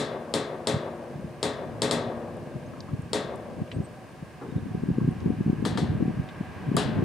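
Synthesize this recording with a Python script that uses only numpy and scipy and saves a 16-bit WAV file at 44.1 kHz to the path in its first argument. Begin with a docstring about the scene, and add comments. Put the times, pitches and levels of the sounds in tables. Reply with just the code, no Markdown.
"""Truck on a steel bridge

A pickup truck creeps across a steel-decked suspension bridge, heard from the bank. Its wheels rock
three loose plates: each slap cracks, booms and rings on through the span. The engine murmurs and
whines faintly, trees rustle, wind buffets the microphone, the railing and cables tick and birds peep."""
import sys
import numpy as np
from scipy import signal
from scipy.io import wavfile
from scipy.ndimage import uniform_filter1d

SR = 44100
rng = np.random.default_rng(int(sys.argv[2]) if len(sys.argv) > 2 else 0)


def to_wav(s):
    """Save 16-bit WAV."""
    ch = np.atleast_2d(s).T  # columns
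    pcm = np.round(np.clip(ch, -1, 1) * 32767)  # PCM
    wavfile.write(sys.argv[1], SR, pcm.astype(np.int16))


N = 310464
TIME = np.arange(N) / SR
FRAME, HOP = 1024, 256  # noise is built in short overlapping pieces
HZ = np.fft.rfftfreq(FRAME, 1 / SR)


def amp(db):
    """Turns decibels into a gain."""
    return 10 ** (np.asarray(db) / 20)


def unit_rms(x):
    """Scales a signal to an average power of 1."""
    return x / np.sqrt(np.mean(x ** 2) + 1e-20)


def wobble(n, smooth_samples):
    """A smooth random wiggle around zero."""
    return unit_rms(uniform_filter1d(rng.standard_normal(n), smooth_samples))


def over_pitch(points, hz=HZ):
    """Joins a table's points with straight lines on a log-frequency axis."""
    f, value = np.transpose(points)
    return np.interp(np.log(hz + 1), np.log(f + 1), value)


def over_time(points):
    """Joins a table's points with straight lines in time."""
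    return np.interp(TIME, *np.transpose(points))


def fade(t, t60):
    """Dies away by 60 dB in t60 seconds."""
    return np.exp(-np.log(1000) * t / t60)


def pan(lean_db):
    """Left and right gains; a positive lean is louder on the left."""
    return amp(np.array([[.5], [-.5]]) * lean_db)


def add(mix, start_s, sound):
    """Mixes in a stereo sound at its start time."""
    at = round(start_s * SR)
    sound, part = sound[:, max(-at, 0):], mix[:, max(at, 0):]
    part[:, :sound.shape[1]] += sound[:, :part.shape[1]]


def filtered(x, order, hz, kind):
    """Cuts away part of the frequency range; a higher order cuts more steeply."""
    return signal.sosfilt(signal.butter(order, hz, kind, fs=SR, output="sos"), x)


# how alike the bridge sounds on the left and right: f/Hz, likeness (1 or more is identical)
BRIDGE_LIKENESS = [(60, 2), (300, 0.86), (700, 1.07), (1400, 0.54), (3100, 0.7), (7000, 0.9), (15000, -0.9)]
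# how much louder the bridge is on the left: f/Hz, lean/dB
BRIDGE_LEAN = [(100, 3.5), (380, 1.2), (700, 4.6), (1300, 5.1), (2400, 7), (4400, 3.7), (8000, 5.3),
               (15000, 1)]
def noise(seconds, tone_db, t60=np.inf,
          likeness=over_pitch(BRIDGE_LIKENESS), lean_db=over_pitch(BRIDGE_LEAN)):
    """Stereo noise; tone_db sets its balance of low and high, and each frequency can fade on its own."""
    n = round(seconds * SR)
    t = np.arange(n // HOP + 6)[:, None] * HOP / SR
    left, other = np.exp(2j * np.pi * rng.random((2, len(t), len(HZ))))
    likeness = np.clip(likeness, -1, 1)
    right = likeness * left + np.sqrt(1 - likeness ** 2) * other
    spectra = np.array([left, right]) * pan(lean_db)[:, None]
    spectra = spectra * unit_rms(amp(tone_db)) * fade(t, t60) * np.sqrt(6 / FRAME)
    return signal.istft(spectra.transpose(0, 2, 1), nperseg=FRAME, noverlap=FRAME - HOP)[1][:, :n]


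def ring(notes, t):
    """Struck steel sounds all its notes at once; each fades, a little out of step left and right."""
    phases = rng.random((len(notes), 1, 1)) + rng.normal(0, .03, (len(notes), 2, 1))
    out = np.zeros((2, len(t)))
    for (hz, db, t60), phase in zip(notes, phases):
        gain = pan(over_pitch(BRIDGE_LEAN, hz)) * amp(db)
        out += gain * fade(t, t60) * np.sin(2 * np.pi * (hz * t + phase))
    return out


def steel_crack(t, notes, ring_db, snap_db, snap_hz, contact_s):
    """Steel hits steel: a brief ring, and a snap as the rough edges grind together."""
    snap = noise(2, -30 * np.log2((HZ + 1) / snap_hz) ** 2) * np.exp(-(t / 0.00095) ** 2)
    crack = (amp(ring_db) * ring(notes, t) + amp(snap_db) * snap) * np.tanh(t / contact_s) ** 2
    return filtered(crack, 1, (5500, 6300), "bandstop")  # hollow between its lower and upper notes


def chatter(crack, bounces=12, gap_s=.0055, fade_s=0.064):
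    """The crack repeats and fades as the plate bounces to rest on its beam."""
    out = np.zeros_like(crack)
    for k, (late, size) in enumerate(rng.random((bounces, 2)), 1):
        start_s = (k + late) * gap_s
        add(out, start_s, (.5 + size) * np.exp(-start_s / fade_s) * crack)
    return out


# tone of the whole span ringing: f/Hz, level/dB
SPAN_TONE = [(50, -54), (130, -7), (240, -7.5), (390, -2.5), (500, 1), (630, -0.5), (780, -6.5), (950, -10),
             (1350, -13), (1850, -18.5), (2600, -5.5), (3700, -43), (6000, -53), (12000, -55)]
# how long the span rings: f/Hz, fade time/s
SPAN_FADE = [(150, 4), (600, 3.7), (1000, 2.52), (2000, 0.37), (4000, 0.55), (9000, .4)]
def span_ring(t, ripple_db, return_s=0.2, return_width_s=0.044, return_db=4.5):
    """Bending waves spread along the span, come back from its end and swell the ring once."""
    swell_db = return_db * np.exp(-((t - return_s) / return_width_s) ** 2)
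    flicker_db = 1.4 * wobble(len(t), 700)  # crossing waves make the ring uneven
    ringing = noise(2, over_pitch(SPAN_TONE) + ripple_db, over_pitch(SPAN_FADE))
    return amp(swell_db + flicker_db) * ringing * (1 - np.exp(-t / 0.024))


# tone of the dull knock of a plate on its beam: f/Hz, level/dB
KNOCK_TONE = [(100, -40), (300, 4.5), (500, 6), (780, -1), (1000, -8), (1230, 6.5), (1700, -15),
              (2100, -7.5), (2800, -32), (8000, -48)]
# how long a plate's bang lasts: f/Hz, fade time/s
BANG_FADE = [(150, 0.34), (500, 0.31), (1500, 0.86), (3800, 0.42), (7000, 0.26), (12000, 0.19)]
# the notes the deck rings with: f/Hz, level/dB, fade time/s
DECK_NOTES = [(135.4, -33.5, 0.63), (156, -40.5, 2.7), (230.4, -33, 2.04), (241.2, -39.5, 3.8),
              (258, -23.5, 0.19), (285, -22, 0.17), (349, -38.5, 3.9), (421, -20.5, 0.49),
              (481, -23.5, 0.33), (500, -42, 3.2), (538, -39.5, 2.1), (559, -39.5, 2.4), (611, -36.5, 3.3),
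              (633, -42, 1.9), (657, -30.5, 0.39), (733, -40, 1.8), (834, -33, 0.18), (895, -29.5, 0.32),
              (947, -39.5, 1.05), (1231, -40.5, 0.81), (1305, -45.5, 1), (1553, -44.5, 1.4),
              (1710, -45, 1.2), (1863, -42, 0.91), (2630, -42.5, .35), (3390, -40, 0.46), (3476, -45, 0.76),
              (3505, -37, 0.45), (3597, -41.5, 0.46), (3960, -42, 0.52), (4060, -44, 0.3), (4100, -43, .35),
              (4480, -39, 0.23)]
def plate(slaps, bang_tone, crack_notes, bang_db, chatter_db, span_db, deck_db, rise_s, **crack_shape):
    """A loose plate lands much the same way each time: a crack and a knock, a bang, a long ring."""
    t = np.arange(2 * SR) / SR
    ripple_db = 4 * rng.uniform(-0.57, 1, len(HZ)) * (HZ > 700)  # the steel's many small resonances
    crack = steel_crack(t, crack_notes, **crack_shape)
    knock = noise(2, over_pitch(KNOCK_TONE)) * np.exp(-t / 0.0054) * np.tanh(t / 0.0028)
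    tone_db, t60 = over_pitch(bang_tone) + ripple_db, over_pitch(BANG_FADE)
    usual_bang, *fresh_bangs = (amp(bang_db) * noise(2, tone_db, t60) for _ in range(len(slaps) + 1))
    span = amp(span_db) * span_ring(t, ripple_db)
    bounces = amp(chatter_db) * chatter(crack)
    deck = amp(deck_db) * ring(DECK_NOTES, t)
    build_up = 1 - np.exp(-t / rise_s)  # slower bending waves fill the plate after the crack
    fresh_share = 0.24  # the bang varies because the wheel meets another spot each time
    out = np.zeros((2, N))
    for (start_s, force_db, bright_db, knock_db), fresh_bang in zip(slaps, fresh_bangs):
        bang = np.sqrt(1 - fresh_share) * usual_bang + np.sqrt(fresh_share) * fresh_bang
        slap = crack + bounces + build_up * (bang + deck) + span
        extra_treble = (amp(bright_db) - 1) * filtered(slap, 1, 6000, "high")
        add(out, start_s, amp(force_db) * (slap + extra_treble) + amp(knock_db) * knock)
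    return filtered(out, 4, 11500, "low")  # softens the highest treble of the slaps


# when a wheel slaps each plate down: t/s, force/dB, brightness/dB, knock level/dB
PLATE_1_SLAPS = [(-.045, -1, 5, -29), (.339, -2.5, 3, -23), (.6715, -2, 2.5, -22.5), (1.429, -3, 2.5, -24),
                 (1.8193, -1.76, 4, -24.5), (1.911, -2.5, 4, -22), (3.1318, -3, 2.5, -24.5)]
PLATE_2_SLAPS = [(5.651, 1.5, -1.5, -22), (5.7735, 0.5, -7, -22.5)]
PLATE_3_SLAPS = [(6.7665, 1, 5, -17)]
# tone of each plate's bang: f/Hz, level/dB
PLATE_1_BANG = [(50, -21), (130, -0.5), (270, 6), (370, -3.5), (470, 2.5), (750, -7.5), (950, -11.5),
                (1400, -18.5), (1900, -14.5), (2600, -26), (3800, -13.5), (6000, -22.5), (8300, -18),
                (12500, -29.5)]
PLATE_2_BANG = [(50, -40), (200, 11.5), (450, 2), (800, -5), (1200, -14.5), (1700, -12), (2500, -21),
                (3200, -13), (4000, -7.5), (4900, -15.5), (6000, -18), (8800, -16.5), (12500, -22)]
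PLATE_3_BANG = [(50, -37), (200, 11.5), (450, 6), (800, 1.5), (1250, -6), (1700, -3.5), (2300, -13),
                (3200, -4.5), (4700, -7.5), (6000, -15), (8600, -10.5), (12500, -25)]
# the short notes in each plate's crack: f/Hz, level/dB, fade time/s
PLATE_1_CRACK = [(265, -7, .05), (437, 1, 0.033), (900, -5.5, 0.044), (3330, 0, 0.011), (3570, -1, 0.012),
                 (3720, 1.5, 0.014), (4530, 1.5, 0.016), (5150, 1.5, 0.013), (7250, -0.5, 0.0097),
                 (8200, -3, 0.013), (8720, -3.5, 0.013), (9750, -7, 0.0091)]
PLATE_2_AND_3_CRACK = [(740, -4, 0.037), (910, 0, 0.043), (1177, 0, 0.035), (1730, -11, .05),
                       (3210, -1, .018), (3830, -7, 0.035), (4550, -4, 0.022), (4880, -3, 0.02),
                       (7400, -8, 0.018), (8070, -10, 0.015), (8800, -6, 0.01)]
def loose_plates():
    """The wheels rock three plates in turn, each with a voice of its own."""
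    first = plate(PLATE_1_SLAPS, PLATE_1_BANG, PLATE_1_CRACK,
                  bang_db=-21.5, chatter_db=-25, span_db=-33.5, deck_db=-4, rise_s=0.0053,
                  ring_db=-21, snap_db=-53, snap_hz=3800, contact_s=0.00012)
    second = plate(PLATE_2_SLAPS, PLATE_2_BANG, PLATE_2_AND_3_CRACK,
                   bang_db=-28.5, chatter_db=-18, span_db=-61, deck_db=-17, rise_s=0.0014,
                   ring_db=-29.5, snap_db=-28.5, snap_hz=3650, contact_s=0.00029)
    third = plate(PLATE_3_SLAPS, PLATE_3_BANG, PLATE_2_AND_3_CRACK,
                  bang_db=-27, chatter_db=-18, span_db=-41.5, deck_db=-9.5, rise_s=0.0053,
                  ring_db=-27, snap_db=-15.5, snap_hz=8300, contact_s=0.0006)
    return first + second + third


# how the truck's murmur and whine grow as it comes closer: t/s, level/dB
MURMUR_LOUDNESS = [(0, -47), (3, -47), (4.2, -47.5), (5.2, -44), (6.3, -42), (7.04, -38.5)]
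WHINE_LOUDNESS = [(0, -58), (4, -52), (5.3, -47), (7.04, -47)]
# tone of its broad murmur and of its narrow drone: f/Hz, level/dB
MURMUR_TONE = [(40, -6.5), (110, 17), (300, 8), (600, 3.5), (900, 0.5), (1100, 4), (1380, -7.5), (1650, -2),
               (2000, -5.5), (2450, -6), (2900, -9), (3250, -15.5), (6000, -29.5), (12000, -49)]
DRONE_TONE = [(1400, -19), (1580, 9), (1680, 6), (1850, -35)]
def truck(whine_hz=745, throb_hz=5.3, throb_peak_s=5.7):
    """Engine and tyres murmur, with a faint, wavering whine that swells about five times a second."""
    pitch_hz = whine_hz * (1 + .014 * wobble(N, 900))
    flicker_db = 2.5 * wobble(N, 900)
    throb = (.5 + .5 * np.cos(2 * np.pi * throb_hz * (TIME - throb_peak_s))) ** 2
    whine = throb * amp(flicker_db) * np.sin(2 * np.pi * np.cumsum(pitch_hz) / SR)
    murmur = noise(N / SR, over_pitch(MURMUR_TONE), likeness=0.73, lean_db=0)
    drone = amp(-14.5) * noise(N / SR, over_pitch(DRONE_TONE), likeness=0.86, lean_db=0)
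    return amp(over_time(MURMUR_LOUDNESS)) * (murmur + drone) + amp(over_time(WHINE_LOUDNESS)) * whine


# tone of the rustling trees: f/Hz, level/dB
RUSTLE_TONE = [(100, 6.5), (1000, 13), (3000, 2.5), (4800, 3), (6500, -0.5), (7900, -2), (9000, 1),
               (11500, -8.5), (15000, -10.5)]
def trees():
    """A breeze in dry trees makes a soft, steady hiss."""
    return amp(-58) * noise(N / SR, over_pitch(RUSTLE_TONE), likeness=0.45, lean_db=-0.5)


# strength of the light breeze that is always there: t/s, level/dB
LIGHT_BREEZE = [(0, -67), (1, -65), (1.5, -43), (3.4, -42), (4.1, -51.5)]
# short puffs of wind: t/s, level/dB, half length/s
SHORT_PUFFS = [(0.756, -38, 0.024), (1.225, -38.5, 0.061), (2.56, -42, 0.037), (2.94, -38.5, 0.035),
               (3.602, -36.5, 0.034), (3.786, -29.5, 0.029)]
# strength of the long gusts: t/s, level/dB
LONG_GUSTS = [(4.3, -62), (4.57, -31), (4.62, -36), (4.8, -36), (5.05, -30.5), (5.18, -39.5), (5.25, -27.5),
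              (5.35, -34.5), (5.45, -32.5), (6.05, -29.5), (6.15, -35), (6.22, -34.5), (6.33, -57),
              (6.42, -41.5), (6.6, -41.5), (6.7, -30), (7.04, -27)]
def wind_strength():
    """Breeze, puffs and gusts add up to one wind strength, in dB."""
    puff_power = sum((amp(db) * np.exp(-((TIME - peak_s) / half_s) ** 2 / 2)) ** 2
                     for peak_s, db, half_s in SHORT_PUFFS)
    power = amp(over_time(LIGHT_BREEZE)) ** 2 + puff_power + amp(over_time(LONG_GUSTS)) ** 2
    return 10 * np.log10(power)


# tone of the wind's low rumble: f/Hz, level/dB
RUMBLE_TONE = [(20, -25), (40, -86), (65, -41), (100, 11.5), (160, -3.5), (250, -2), (350, -26.5),
               (500, -34.5), (900, -32.5), (3000, -80)]
def wind(level_db=-2.5, buffet_hz=250):
    """Churning air rumbles unevenly on the microphone; strong gusts add a brighter buffeting."""
    gust_db = wind_strength()
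    lumps_db = 5 * np.tanh(unit_rms(uniform_filter1d(wobble(N, 400), 300)))
    rumble = noise(N / SR, over_pitch(RUMBLE_TONE), likeness=0.84, lean_db=-1.5)
    buffet = noise(N / SR, -18 * np.log2((HZ + 1) / buffet_hz) ** 2, likeness=0.17, lean_db=24.5)
    buffet_db = -12 + .5 * (gust_db - gust_db.max() + lumps_db)
    return amp(level_db + gust_db + lumps_db) * (rumble + amp(buffet_db) * buffet)


def small_swirls(per_second=22):
    """Random swirls of air that grow with the wind, as rows like those of BIG_SWIRLS."""
    late, size, pitch, lean = rng.standard_normal((int(per_second * N / SR), 4)).T
    times = np.clip((np.arange(len(late)) + .5 + .5 * late) / per_second, 0, N / SR)
    db = np.interp(times, TIME, wind_strength()) + 6.5 + 1.5 * np.tanh(size)
    hz = 169 * 2 ** (0.43 * pitch)
    lean_db = 5 + 7.5 * lean
    return list(np.transpose([times, db, hz, lean_db]))


def thump(cycles, phase):
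    """A wave that swells and dies within a cycle or two."""
    return np.exp(-(cycles / 0.79) ** 2) * np.cos(2 * np.pi * (cycles + phase))


# the hardest swirls of air: t/s, base level/dB, base f/Hz, base lean to the left/dB
BIG_SWIRLS = [(0.745, -16.5, 146, -6), (0.767, -21.5, 150, 0), (1.16, -26.5, 156, 0), (1.247, -24, 186, 2),
              (2.56, -24.5, 182, 0), (2.938, -16, 139, 4.5), (2.995, -22.5, 150, -2), (3.621, -19, 176, 0),
              (3.788, -19, 170, 4), (4.229, -24.5, 177, 5), (4.564, -15.5, 144, -5), (4.582, -23, 270, 10),
              (4.665, -24, 192, 5), (4.751, -15.5, 215, 8), (4.837, -17.5, 230, 9), (4.889, -13, 190, 4),
              (4.903, -15.5, 259, -3), (4.914, -16.5, 137, -4), (4.985, -12.5, 237, 5),
              (5.015, -17.5, 186, -2), (5.047, -18, 160, -5), (5.078, -17, 201, 16),
              (5.087, -11.5, 173, -12), (5.262, -11.5, 220, 3), (5.28, -19, 201, -6), (5.305, -13, 226, 9),
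              (5.409, -13, 199, 6), (5.464, -14.5, 171, -12), (5.482, -13, 205, -2), (5.499, -10.5, 210, 1),
              (5.532, -15, 213, -12), (5.626, -18.5, 233, 13), (5.759, -17, 203, -2),
              (5.831, -11.5, 176, -2), (5.902, -18.5, 137, -1), (5.919, -22, 232, 8),
              (5.952, -18.5, 185, -4), (6.008, -15.5, 225, 14), (6.027, -14.5, 207, 6),
              (6.081, -13, 207, 2), (6.098, -18, 216, 4), (6.199, -15.5, 144, -7), (6.411, -19, 191, 5),
              (6.688, -16, 170, 5), (6.718, -16, 220, 8), (6.751, -16, 208, 17), (6.884, -22, 226, 8),
              (6.962, -16, 156, 3), (6.992, -13.5, 201, 0), (7.025, -16, 203, 23)]
def swirls(core_ratio=0.93, fine_ratio=1.53):
    """Each swirl thumps the microphone; strong ones shed a finer swirl, mostly on the windy side."""
    out, t = np.zeros((2, N)), np.arange(-SR // 20, SR // 20) / SR
    strongest_db = max(row[1] for row in BIG_SWIRLS)
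    rows = BIG_SWIRLS + small_swirls()
    for (peak_s, db, hz, lean_db), (phase, skew, fine_phase) in zip(rows, rng.random((len(rows), 3))):
        offset = np.array([[-.5], [.5]]) * 0.46 * (skew - .5)  # each side feels it a little differently
        core = pan(0.29 * lean_db) * thump(core_ratio * hz * t, phase + offset)
        fine = pan(6 + lean_db) * thump(fine_ratio * hz * t, fine_phase + 2 * offset)
        fine_db = -9 + 0.17 * (db - strongest_db)
        add(out, peak_s + t[0], amp(db) * (amp(-2) * core + amp(fine_db) * fine))
    return out


# ticks of the railing and cables: t/s, level/dB, f/Hz, width/octaves, fade time/s
RAILING_TICKS = [(2.368, -56.5, 9300, .2, .03), (2.735, -45, 1200, .16, 0.063),
                 (2.77, -45, 1100, 0.15, 0.081), (2.805, -38.5, 4480, 0.39, 0.021),
                 (2.884, -43, 1130, 0.16, 0.11), (3.02, -52, 8800, .2, 0.024),
                 (3.3585, -46.5, 9300, 0.23, 0.014), (3.675, -49, 2490, 0.33, 0.035),
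                 (3.715, -38, 2270, 0.67, 0.069), (4.414, -38.5, 364, 0.34, 0.87),
                 (4.412, -41.5, 880, 0.56, 0.26), (5.003, -38.5, 1100, 0.21, 0.05),
                 (5.111, -55, 9100, .17, .025), (5.203, -49, 4180, 0.5, .025),
                 (6.288, -45, 2640, 0.53, 0.059)]
def ticks(rise_cycles=0.67):
    """The railing and cables tick as the bridge shifts; the low ticks start softly."""
    out, t = np.zeros((2, N)), np.arange(SR // 2) / SR
    for start_s, db, hz, octaves, t60 in RAILING_TICKS:
        band_db = -10 * np.log10(1 + (np.log2((HZ + 1) / hz) / octaves) ** 6)
        burst = noise(.5, band_db, lean_db=1.5)
        rise = np.tanh(t * hz / rise_cycles) ** 2
        add(out, start_s, amp(db) * burst * rise * fade(t, t60))
    return out


# bird peeps: t/s, length/s, level/dB, start f/Hz, middle f/Hz, end f/Hz
BIRD_PEEPS = [(2.66, .016, -59, 6100, 6300, 6800), (3.725, 0.05, -59, 7600, 8300, 8600),
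              (3.831, 0.038, -54, 8050, 8200, 8000), (4.496, .035, -61, 3700, 3720, 3560),
              (4.573, 0.019, -58, 3700, 3710, 3580)]
def birds():
    """Small birds give thin whistles, each gliding through three pitches."""
    out = np.zeros((2, N))
    for start_s, length_s, db, *pitches in BIRD_PEEPS:
        progress = np.linspace(0, 1, round(length_s * SR))
        hz = np.polyval(np.polyfit([0, .5, 1], pitches, 2), progress)
        whistle = np.sin(np.pi * progress) * np.sin(2 * np.pi * np.cumsum(hz) / SR)
        add(out, start_s, pan(0) * amp(db) * whistle)
    return out


def scene():
    """The bridge, the truck and the open air together."""
    return loose_plates() + ticks() + truck() + wind() + birds() + trees() + swirls()


def record(dry):
    """Trims away the deepest rumble and the very highest treble."""
    low_cut = filtered(dry, 3, 48, "high")
    treble_cut = signal.firwin(255, 15700, window=("kaiser", 9), fs=SR)
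    return signal.oaconvolve(low_cut, treble_cut[None], "same")


dry = scene()
out = record(dry)
to_wav(out)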